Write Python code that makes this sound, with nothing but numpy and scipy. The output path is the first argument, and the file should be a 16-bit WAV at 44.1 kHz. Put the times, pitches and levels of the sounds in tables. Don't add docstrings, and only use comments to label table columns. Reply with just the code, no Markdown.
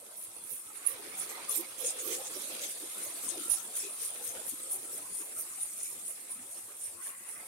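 import sys
import numpy as np
from scipy import signal
from scipy.io import wavfile
from scipy.ndimage import uniform_filter1d

SR = 44100
rng = np.random.default_rng(int(sys.argv[2]) if len(sys.argv) > 2 else 0)


def waveform_to_disk(signal):
    frames = np.transpose(np.atleast_2d(signal))
    scaled = np.clip(frames, -1, 1) * 32767
    samples = np.round(scaled).astype(np.int16)
    wavfile.write(sys.argv[1], SR, samples)


N = 329691
HOP = 128

# time_s, rumble_db, gears_db, whirr_db, hiss_db, lean_db
TRAIN_PATH = [(0.0, -61.5, -69, -65.5, -49, -1), (0.4, -59.5, -69, -64, -47, -3),
              (0.66, -61.5, -67.5, -68, -45.5, -3.5), (0.8, -60.5, -58.5, -65, -45, -4.5),
              (0.95, -55.5, -57, -58.5, -44.5, -2), (1.45, -49.5, -56.5, -56, -44.5, -5),
              (1.8, -56, -63, -57, -44, -4), (2.12, -53, -56, -51.5, -39.5, -2.5),
              (2.3, -53, -61.5, -55.5, -41.5, 0), (2.62, -56, -54, -49.5, -40.5, -1),
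              (2.8, -56.5, -65, -57, -40.5, -5), (3.05, -54.5, -55, -56.5, -39, -1.5),
              (3.4, -54, -66, -53, -39.5, -1), (3.7, -56.5, -63.5, -61, -41.5, -2.5),
              (4.05, -57.5, -63, -56, -40, 0), (4.35, -56.5, -60, -57.5, -41.5, -1),
              (4.55, -57.5, -63, -60.5, -41, -0.5), (4.9, -58, -63.5, -62, -40.5, -0.5),
              (5.3, -59.5, -60.5, -63.5, -41.5, -1.5), (5.85, -59.5, -63, -63.5, -40.5, -2),
              (6.3, -61, -63.5, -64.5, -44.5, 0), (6.93, -60.5, -65, -66, -44, 0),
              (7.0, -58, -59, -79, -47.5, 4), (7.18, -62.5, -61, -72, -45.5, 4.5),
              (7.38, -55.5, -59, -67, -45.5, 2.5), (7.476, -58, -62, -63, -46, 0)]
# time_s, left_delay_samples
LEFT_DELAY = [(0, 7), (2.8, 6), (3.7, -1), (4.7, -6), (6.3, -7), (7.476, -4)]
# centre_s, half_length_s, ring_db, lower_over_upper_db, high_over_ring_db, scrape_over_ring_db, lean_db
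FLANGE_RUBS = [(0.233, 0.14, -45, -17, -4, -14.5, -4), (0.452, 0.019, -44, -1.0, -20.0, -22, -11),
               (0.54, 0.15, -43, -9, -1, -11, -9), (0.604, 0.044, -44.5, 3, -12, -24, 0),
               (0.773, 0.032, -42, -5, -19.0, -25, -16), (0.875, 0.032, -27, -30, -20, -40, -31.0),
               (0.903, 0.061, -36, -19, -3, -16, -10), (1.219, 0.096, -37.5, -6, -8, -9.5, -3),
               (1.316, 0.067, -44, -2, -4, -5, -7), (1.52, 0.053, -28.5, -18, -7, -15.5, 2),
               (1.578, 0.084, -34.5, 4, 0, -8, -7), (1.823, 0.071, -40, -12, -1.5, -5, -22),
               (1.885, 0.079, -31, 8, -15, -5.5, 2), (2.01, 0.044, -43.5, 12.0, -17, 1.5, 0),
               (2.091, 0.12, -44, 0, 5.5, -2, -17), (2.145, 0.064, -38.5, -7, -4, 3, -6),
               (2.277, 0.051, -51.5, 0.0, -4, 8.5, -7), (2.442, 0.25, -44, -17, -2, -1.5, -22),
               (2.65, 0.065, -49, 6.0, 4, 10.5, -3), (2.716, 0.05, -38.5, -3, -8, -8, -1),
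               (2.998, 0.035, -44, 1, -1, -15, -1), (3.057, 0.12, -46.5, -7, -4, -1.5, 4),
               (3.253, 0.057, -37.5, -12, -5, -10, 0), (3.304, 0.077, -35.5, 20, -13, -7.5, 18),
               (3.453, 0.067, -42.5, 1, -5, -4, 2), (3.529, 0.063, -26.5, -12, -11, -15, -9),
               (3.587, 0.1, -46.5, 6.0, -1, 3.5, 24), (3.797, 0.096, -35.5, -5, -9, -6.5, 4),
               (3.86, 0.068, -43.5, -1, -12, -1.5, 4), (3.906, 0.022, -46, 13.0, -18.0, -20, 0),
               (4.054, 0.093, -36.5, 2, -7, -9, 1), (4.28, 0.1, -38, 3, -4, -8.5, 4),
               (4.506, 0.068, -38, 0.0, -2, -9.5, 4), (4.738, 0.078, -35, -2, -7, -16, 0),
               (4.97, 0.092, -40, -2, -7, -12.5, 1), (5.199, 0.13, -39, 3, -9, -14.5, 4),
               (5.4, 0.084, -37, 5, -15, -17, 1), (5.41, 0.05, -43, 0, 7, -11, -8),
               (5.635, 0.075, -35.5, -3, -14, -15, 0), (5.865, 0.18, -40.5, 1, -11, -9.5, 0),
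               (6.094, 0.065, -40, -4, -8, -14, 1), (6.33, 0.06, -38, -2, -13, -20, -1),
               (6.572, 0.14, -44.5, -3, -11, -16, 0), (6.853, 0.09, -37.5, 4, -13, -15.5, -4),
               (7.075, 0.11, -39.5, -2, -9, -12, -1.5), (7.337, 0.12, -44.5, -7, -8, -12.5, -4)]
# frequency_hz, likeness (0 to 1)
LIKENESS = [(30, 0.15), (130, 0.84), (300, 0.8), (640, 0.46), (1400, 0.27), (3000, 0.037), (9000, 0.062)]
# frequency_hz, level_over_rumble_db
PANEL_MODES = [(344, -18.5), (527, -15.5), (770, -25), (1100, -26), (1296, -17.5), (2080, -18.5),
               (2530, -17.5), (3356, -22), (5249, -18), (6216, -17)]


def gain_of(db):
    return 10 ** (np.asarray(db) / 20)


def evened(x):
    return x / np.sqrt(np.mean(x ** 2) + 1e-20)


def read(points, hz):
    f, value = np.transpose(points)
    return np.interp(np.log(hz + 1), np.log(f + 1), value)


def control(table, column, t):
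    rows = np.asarray(table)
    return np.interp(t, rows[:, 0], rows[:, column])


def side_gains(level_db, lean_db):
    return gain_of(level_db + np.array([lean_db / 2, -lean_db / 2]))


def partly_alike(same, shared, own):
    return same * shared + np.sqrt(1 - same ** 2) * own


def resonate(x, hz, width):
    turn = np.exp(2j * np.pi * np.cumsum(hz * np.ones(x.shape[-1])) / SR)
    r = np.exp(-np.pi * width / SR)
    once = signal.lfilter([1 - r], [1, -r], x / turn)
    twice = signal.lfilter([1 - r], [1, -r], once)
    return 2 * (turn * twice).real


def rolling_noise(spectrum, level_db, lean_db, size, patchy_db, flicker_db):
    hop = size // 4
    frames, hz = N // hop + 5, np.fft.rfftfreq(size, 1 / SR)[:, None]
    a, b, c, d, left_patch, right_patch = rng.standard_normal((frames, len(hz), 6)).T
    wide, long = max(round(300 * size / SR), 2), max(round(.05 * SR / hop), 2)
    patches = []
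    for p in (left_patch, left_patch + right_patch):
        patches.append(evened(uniform_filter1d(uniform_filter1d(p, wide, 0), long, 1)))
    flicker = evened(uniform_filter1d(rng.standard_normal(frames), 3))
    same, right = np.clip(read(LIKENESS, hz), 0, 1), a + 1j * b
    delay = control(LEFT_DELAY, 1, np.arange(frames) * hop / SR)
    late = np.exp(-2j * np.pi * hz * delay / SR)
    z = np.array([partly_alike(same, late * right, c + 1j * d), right])
    z *= gain_of(read(spectrum, hz) + patchy_db * np.array(patches) + flicker_db * flicker)
    noise = signal.istft(z, nperseg=size, noverlap=size - hop)[1][:, :N]
    return side_gains(level_db, lean_db) * evened(noise)


def room_hum():
    # frequency_hz, density_db_per_hz
    room_spectrum = [(15, -52), (25, -47), (102, -0.5), (145, -9.5), (220, -2), (290, -30), (480, -120)]
    return rolling_noise(room_spectrum, -75.5, np.zeros(N), size=4096, patchy_db=6.5, flicker_db=-0.5)


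def body_rumble(rumble_db, lean_db):
    # frequency_hz, density_db_per_hz
    rumble_spectrum = [(40, -60), (100, -42), (170, -17.5), (217, -6.5), (324, -0.5), (391, -2.5),
                       (432, 0.5), (522, -2.5), (653, -1), (809, -4.5), (943, -3.5), (1270, -2.5),
                       (1450, -9.5), (1880, -10), (3190, -120)]
    # time_s, gain_db
    bass_gain = [(0, -1.5), (0.7, -0.5), (1.5, -4.5), (1.85, 1.5), (2.3, -2), (2.65, 1.5), (3.2, 0),
                 (3.8, 0), (4.3, 0.5), (4.8, 2.5), (5.8, -1), (6.7, -1.5), (7.476, -7)]
    rumble = rolling_noise(rumble_spectrum, rumble_db, 0.26 * lean_db, size=1024, patchy_db=4.0, flicker_db=1.0)
    band = signal.butter(2, [196, 660], "bandpass", fs=SR, output="sos")
    bass = signal.sosfiltfilt(band, rumble)
    return rumble + (gain_of(control(bass_gain, 1, np.arange(N) / SR)) - 1) * bass


def gear_grind(gears_db, lean_db):
    # frequency_hz, density_db_per_hz
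    grind_spectrum = [(820, -61), (1400, -12.5), (1890, -10.5), (2080, -7.5), (2560, -10), (2850, -12.5),
                      (3640, -36), (6160, -120)]
    return rolling_noise(grind_spectrum, gears_db, 1.3 * lean_db, size=1024, patchy_db=2.0, flicker_db=2.0)


def rail_whirr(whirr_db, lean_db):
    # frequency_hz, density_db_per_hz
    whirr_spectrum = [(1590, -36), (2700, -7), (3030, -7), (3440, -3), (4820, -6), (5500, -10), (7150, -37),
                      (12100, -120)]
    return rolling_noise(whirr_spectrum, whirr_db + 0.5, 2.04 * lean_db, size=512, patchy_db=3.5, flicker_db=0.85)


def sliding_hiss(hiss_db, lean_db):
    # frequency_hz, density_db_per_hz
    hiss_spectrum = [(2650, -26.5), (4500, -17), (5900, -22.5), (7180, -8), (8640, -0.5), (9450, -4),
                     (9920, -6), (10700, -3.5), (12200, -8.5), (14000, -18), (15200, -21), (16000, -22)]
    return rolling_noise(hiss_spectrum, hiss_db - 5.0, 0.3 * lean_db, size=256, patchy_db=4.5, flicker_db=1.1)


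def crackle(level_db, lean_db):
    # frequency_hz, width_hz, over_whirr_db
    rail_modes = [(1240, 620, -16.5), (2500, 860, -9), (3310, 1080, -7), (6060, 1300, -6)]
    grains_per_s, spread_db = 700, 6.5
    chance, size = rng.random((2, 2, N))
    sign = np.sign(np.roll(size, 1) - .5)
    grains = (chance < grains_per_s / SR) * gain_of(-spread_db * np.log(size + 0.0093)) * sign
    rings = sum(gain_of(db) * evened(resonate(grains, hz, width)) for hz, width, db in rail_modes)
    return side_gains(level_db, lean_db) * rings


def flutter():
    depth_db, smooth_s = 1.08, 0.028
    wobble = uniform_filter1d(rng.standard_normal(N), round(smooth_s * SR))
    wobble = uniform_filter1d(wobble, round(smooth_s * SR / 2))
    return evened(gain_of(depth_db * evened(wobble)))


def drone(rumble_db, lean_db):
    width_hz, damping, waver_depth_db = 23, 0.0056, 3.5
    out, steps = np.zeros((2, N)), np.arange(N // HOP + 2)
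    for hz, db in PANEL_MODES:
        shake, same = rng.standard_normal((2, N)), np.clip(read(LIKENESS, hz), 0, 1)
        shake[0] = partly_alike(same, shake[1], shake[0])
        waver = evened(uniform_filter1d(rng.standard_normal(len(steps)), 40))
        waver_db = waver_depth_db * np.interp(np.arange(N) / HOP, steps, waver)
        out += gain_of(db + waver_db) * evened(resonate(shake, hz, width_hz + damping * hz))
    return side_gains(rumble_db, lean_db) * out


def noise_swells(rows):
    lean_spread_db = 3.5
    out, t = np.zeros((2, N + 12000)), np.arange(-6000, 6000) / SR
    for (s, half_length, hz, db), noise in zip(rows, rng.standard_normal((len(rows), 2, len(t)))):
        same, late = np.clip(read(LIKENESS, hz) + 0.05, 0, 1), round(control(LEFT_DELAY, 1, s))
        pan_db = control(TRAIN_PATH, 5, s) + lean_spread_db * noise[0, 0]
        left = partly_alike(same, np.roll(noise[1], late), noise[0])
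        swell = resonate(np.array([left, noise[1]]), hz, 42 + 0.076 * hz)
        swell *= np.cos(np.pi / 2 * np.clip(t / half_length, -1, 1)) ** 2
        swell *= np.sqrt(half_length * SR) / np.linalg.norm(swell, axis=1, keepdims=True)
        at = round(s * SR)
        out[:, at:at + len(t)] += side_gains(db, pan_db)[:, None] * swell
    return out[:, 6000:N + 6000]


def rattles(count):
    half_length_s, over_rumble_db, spread_db = 0.041, 5.5, 0.5
    when, which, size = rng.random((count, 3)).T
    s, chosen = when * N / SR, (which * len(PANEL_MODES)).astype(int)
    hz, db = np.asarray(PANEL_MODES)[chosen].T
    db = db + control(TRAIN_PATH, 1, s) + over_rumble_db - spread_db * np.log(size + 0.019)
    return noise_swells([(a, half_length_s, f, level) for a, f, level in zip(s, hz, db)])


def rolling_swells():
    # centre_s, half_length_s, frequency_hz, level_db
    swell_rows = [(0.929, 0.074, 494, -55.5), (1.137, 0.037, 2250, -53.5), (1.32, 0.028, 770, -54),
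                  (1.344, 0.054, 2040, -55), (1.361, 0.11, 1230, -57.5), (1.497, 0.024, 1190, -48),
                  (1.593, 0.042, 356, -46), (1.649, 0.033, 2220, -54.5), (1.851, 0.054, 492, -46),
                  (2.101, 0.1, 356, -47.5), (2.05, 0.27, 516, -52), (2.136, 0.038, 1980, -57),
                  (2.203, 0.028, 780, -50.5), (2.206, 0.039, 530, -48), (2.366, 0.043, 364, -50.5),
                  (2.579, 0.15, 517, -56), (2.645, 0.029, 2190, -56), (3.32, 0.04, 347, -54),
                  (3.375, 0.03, 337, -50), (3.4, 0.048, 310, -54), (3.27, 0.044, 262, -56),
                  (3.355, 0.06, 545, -60), (3.455, 0.04, 352, -59), (3.487, 0.014, 506, -54),
                  (3.487, 0.012, 320, -55), (3.285, 0.018, 1010, -57), (3.07, 0.034, 578, -56),
                  (2.17, 0.038, 367, -52), (2.0, 0.085, 396, -64), (2.55, 0.031, 346, -57),
                  (3.45, 0.12, 1350, -57.5), (3.6, 0.067, 1340, -59), (3.858, 0.039, 394, -50),
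                  (3.86, 0.097, 2540, -55), (4.351, 0.024, 506, -50), (4.54, 0.025, 290, -51.5),
                  (4.76, 0.07, 787, -62), (5.056, 0.058, 1035, -58), (5.217, 0.035, 346, -56.5),
                  (5.873, 0.068, 2350, -60), (0.897, 0.16, 1145, -60), (1.005, 0.026, 426, -54.5),
                  (1.512, 0.033, 444, -55), (1.96, 0.027, 510, -66), (2.47, 0.056, 580, -57.5),
                  (4.0, 0.21, 1110, -64), (4.21, 0.028, 840, -57.5), (4.26, 0.2, 487, -59.5),
                  (4.765, 0.045, 390, -57), (4.945, 0.029, 456, -55), (5.02, 0.05, 290, -61),
                  (5.38, 0.035, 1320, -58.5), (5.534, 0.017, 1180, -56.5), (2.11, 0.11, 468, -49.5),
                  (2.62, 0.084, 575, -57.5), (0.03, 0.025, 523, -59), (1.0, 0.2, 328, -62.5),
                  (7.44, 0.06, 2180, -63), (7.31, 0.05, 2150, -63), (0.85, 0.12, 2150, -64),
                  (0.13, 0.087, 665, -65.5), (0.7, 0.03, 1300, -59.5), (1.2, 0.2, 187, -71),
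                  (1.84, 0.1, 524, -53.5), (2.37, 0.027, 568, -51.5), (7.0, 0.05, 1100, -59),
                  (7.11, 0.086, 1100, -59.5), (7.025, 0.024, 1480, -60), (7.025, 0.025, 2000, -58),
                  (7.065, 0.025, 1740, -57), (7.15, 0.031, 1950, -60), (7.24, 0.27, 1970, -65.5),
                  (7.365, 0.018, 2020, -55), (7.405, 0.03, 2040, -55), (7.05, 0.25, 220, -81)]
    return noise_swells(swell_rows)


def rub_force(level_db, lean_db, t):
    early = 0.19
    rows = np.asarray(FLANGE_RUBS)
    phase = (t - rows[:, :1]) / rows[:, 1:2] + early
    phase /= np.where(phase < 0, 1 - early, 1 + early)
    bumps = np.cos(np.pi / 2 * np.clip(phase, -1, 1)) ** 6
    sides = np.array([gain_of(lean_db), gain_of(-lean_db)])
    return gain_of(2 * level_db) * 2 * sides / sides.sum(0) @ bumps


def rubs(modes, level_db, lean_db, steady_db, grit_db, ticks_db, wander_db):
    t = np.arange(N // HOP + 2) * HOP / SR
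    rolling = gain_of(2 * (control(TRAIN_PATH, 4, t) + steady_db))
    pressure = np.sqrt(rub_force(level_db, lean_db, t) + rolling)
    slips, chance = rng.standard_normal((2, 2, N))
    grit = gain_of(grit_db * np.tanh(evened(uniform_filter1d(slips, 130, axis=1))))
    ticks = gain_of(ticks_db) * (chance > 2.6)
    texture, out = evened(grit + ticks), np.zeros((2, N))
    for hz, width, db in modes:
        wander = evened(uniform_filter1d(rng.standard_normal(pressure.shape), 10, axis=1))
        wandering = pressure * evened(gain_of(wander_db * wander))
        force = [np.interp(np.arange(N) / HOP, np.arange(len(t)), p) for p in wandering]
        peak = np.concatenate(signal.iirpeak(hz, hz / width, SR))
        out += gain_of(db) * signal.sosfilt([peak, peak], force * texture * rng.standard_normal((2, N)))
    noise_power_gain = sum(gain_of(2 * db) * np.pi / 2 * width / SR for hz, width, db in modes)
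    return out / np.sqrt(noise_power_gain)


def wheel_song(ring_db, lower_db, high_db, scrape_db, side_db, scrape_side_db):
    # frequency_hz, width_hz, level_db
    upper_modes = [(9660, 110, 1), (9700, 300, -2), (9800, 800, -10), (10300, 700, -15), (10800, 200, -12)]
    lower_modes = [(9180, 140, 0), (9330, 160, -2), (8800, 900, -9)]
    high_modes = [(11620, 460, 11), (11500, 2200, 5.5), (12200, 510, 10.5), (13100, 700, 5),
                  (13900, 1300, 1.5), (15000, 500, 0.5), (12500, 70, 16.5), (13000, 90, 10), (13400, 78, 3),
                  (14690, 70, 3), (15600, 280, 4)]
    scrape_modes = [(5506, 700, 6.1), (6300, 720, 7), (6800, 830, 8.7), (7560, 760, 10.3), (8150, 640, 6.9)]
    upper_db = ring_db - 10 * np.log10(1 + gain_of(2 * lower_db))
    song = rubs(upper_modes, upper_db, side_db,
                steady_db=-8.0, grit_db=-2.0, ticks_db=14.5, wander_db=5.0)
    song += rubs(lower_modes, upper_db + lower_db, side_db,
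                 steady_db=-8.0, grit_db=6.0, ticks_db=24, wander_db=1.0)
    song += rubs(high_modes, ring_db + high_db, side_db,
                 steady_db=-14.5, grit_db=7.5, ticks_db=12, wander_db=5.5)
    song += rubs(scrape_modes, ring_db + scrape_db, scrape_side_db,
                 steady_db=-15.0, grit_db=1.0, ticks_db=8, wander_db=4.5)
    return song


def pings():
    # time_s, peak_db, frequency_hz, lean_db
    slip_rows = [(0.4377, -38.5, 9700, -12), (0.864, -30, 9800, -30), (0.871, -28.5, 9650, -36),
                 (1.1777, -40, 9600, -8), (1.494, -25.5, 9750, 10), (1.8692, -30.5, 9300, 1),
                 (1.9864, -39, 8620, 2), (2.4203, -33, 9600, -5), (2.9806, -34, 10000, -2),
                 (3.0364, -31, 9600, 8), (3.2286, -41, 9900, -2), (3.29, -35, 6480, 13),
                 (3.4805, -32, 9740, -7), (3.498, -29, 9850, -16), (3.534, -28, 9600, -13.5),
                 (3.5425, -28, 9800, -10.5), (3.7539, -37, 10000, -1), (3.9085, -39, 9200, 0),
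                 (4.0, -36, 9250, 0), (4.103, -33, 9300, 0), (4.276, -32, 8450, 7),
                 (4.465, -33, 10000, -10), (4.4927, -31, 9190, 7), (4.6315, -34.5, 8900, 0),
                 (4.702, -35, 9450, -4), (5.3964, -32, 9600, -11), (5.6087, -37, 9730, -1),
                 (5.6314, -28.5, 9660, -1.5), (5.831, -30, 9730, -13), (6.0621, -36, 9700, 0),
                 (6.318, -33, 9560, -1), (6.8184, -39, 9660, -4)]
    rise_s, snap_db, snap_decay_s = 0.0014, -20, 0.0021
    out, t = np.zeros((2, N + 900)), np.arange(900) / SR
    shape = t / rise_s * np.exp(1 - t / rise_s)
    for (s, db, hz, pan_db), noise in zip(slip_rows, rng.standard_normal((len(slip_rows), len(t) + 1))):
        bright = np.diff(np.diff(noise, prepend=0)) / 2
        snap = gain_of(snap_db) * np.exp(-t / snap_decay_s) * bright
        ping = shape * np.sin(2 * np.pi * (hz * t + noise[0])) + snap
        at = round(s * SR)
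        out[:, at:at + len(t)] += side_gains(db, pan_db)[:, None] * ping
    return out[:, :N]


def slide():
    # time_s, frequency_hz, level_db
    slide_path = [(6.32, 199, -77), (6.36, 218, -61), (6.44, 295, -64), (6.5, 606, -69), (6.57, 766, -69),
                  (6.62, 760, -72)]
    t = np.arange(N) / SR
    heard = (t > slide_path[0][0]) & (t < slide_path[-1][0])
    tone = evened(resonate(rng.standard_normal(N), control(slide_path, 1, t), 81))
    return heard * gain_of(control(slide_path, 2, t)) * tone


def scene():
    t, steps = np.arange(N) / SR, np.arange(N // HOP + 2) * HOP / SR
    rumble_db, gears_db, whirr_db, hiss_db, lean_db = (control(TRAIN_PATH, k, t) for k in range(1, 6))
    ring_db, lower_db, high_db, scrape_db, side_db = np.transpose(FLANGE_RUBS)[2:]
    scrape_side_db = 0.56 * side_db + 1.5
    force = rub_force(ring_db + scrape_db, scrape_side_db, steps)
    shake = np.array([np.interp(t, steps, p) for p in force])
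    gears_db = 10 * np.log10(gain_of(2 * gears_db) + gain_of(2 * -17) * shake)
    whirr_db = 10 * np.log10(gain_of(2 * whirr_db) + gain_of(2 * -11.5) * shake)

    rolling = body_rumble(rumble_db, lean_db)
    rolling += gear_grind(gears_db, lean_db)
    rolling += rail_whirr(whirr_db, lean_db)
    rolling += crackle(whirr_db, 1.4 * lean_db)
    out = room_hum() + flutter() * rolling
    out += sliding_hiss(hiss_db, lean_db)
    out += drone(rumble_db, 0.21 * lean_db)
    out += rattles(count=40) + rolling_swells()
    out += wheel_song(ring_db, lower_db, high_db, scrape_db, side_db, scrape_side_db)
    return out + pings() + slide()


def record(dry):
    lowpass = signal.firwin(511, 16000, window=("kaiser", 9), fs=SR)
    return signal.oaconvolve(dry, lowpass[None], "same")


dry = scene()
out = record(dry)
waveform_to_disk(out)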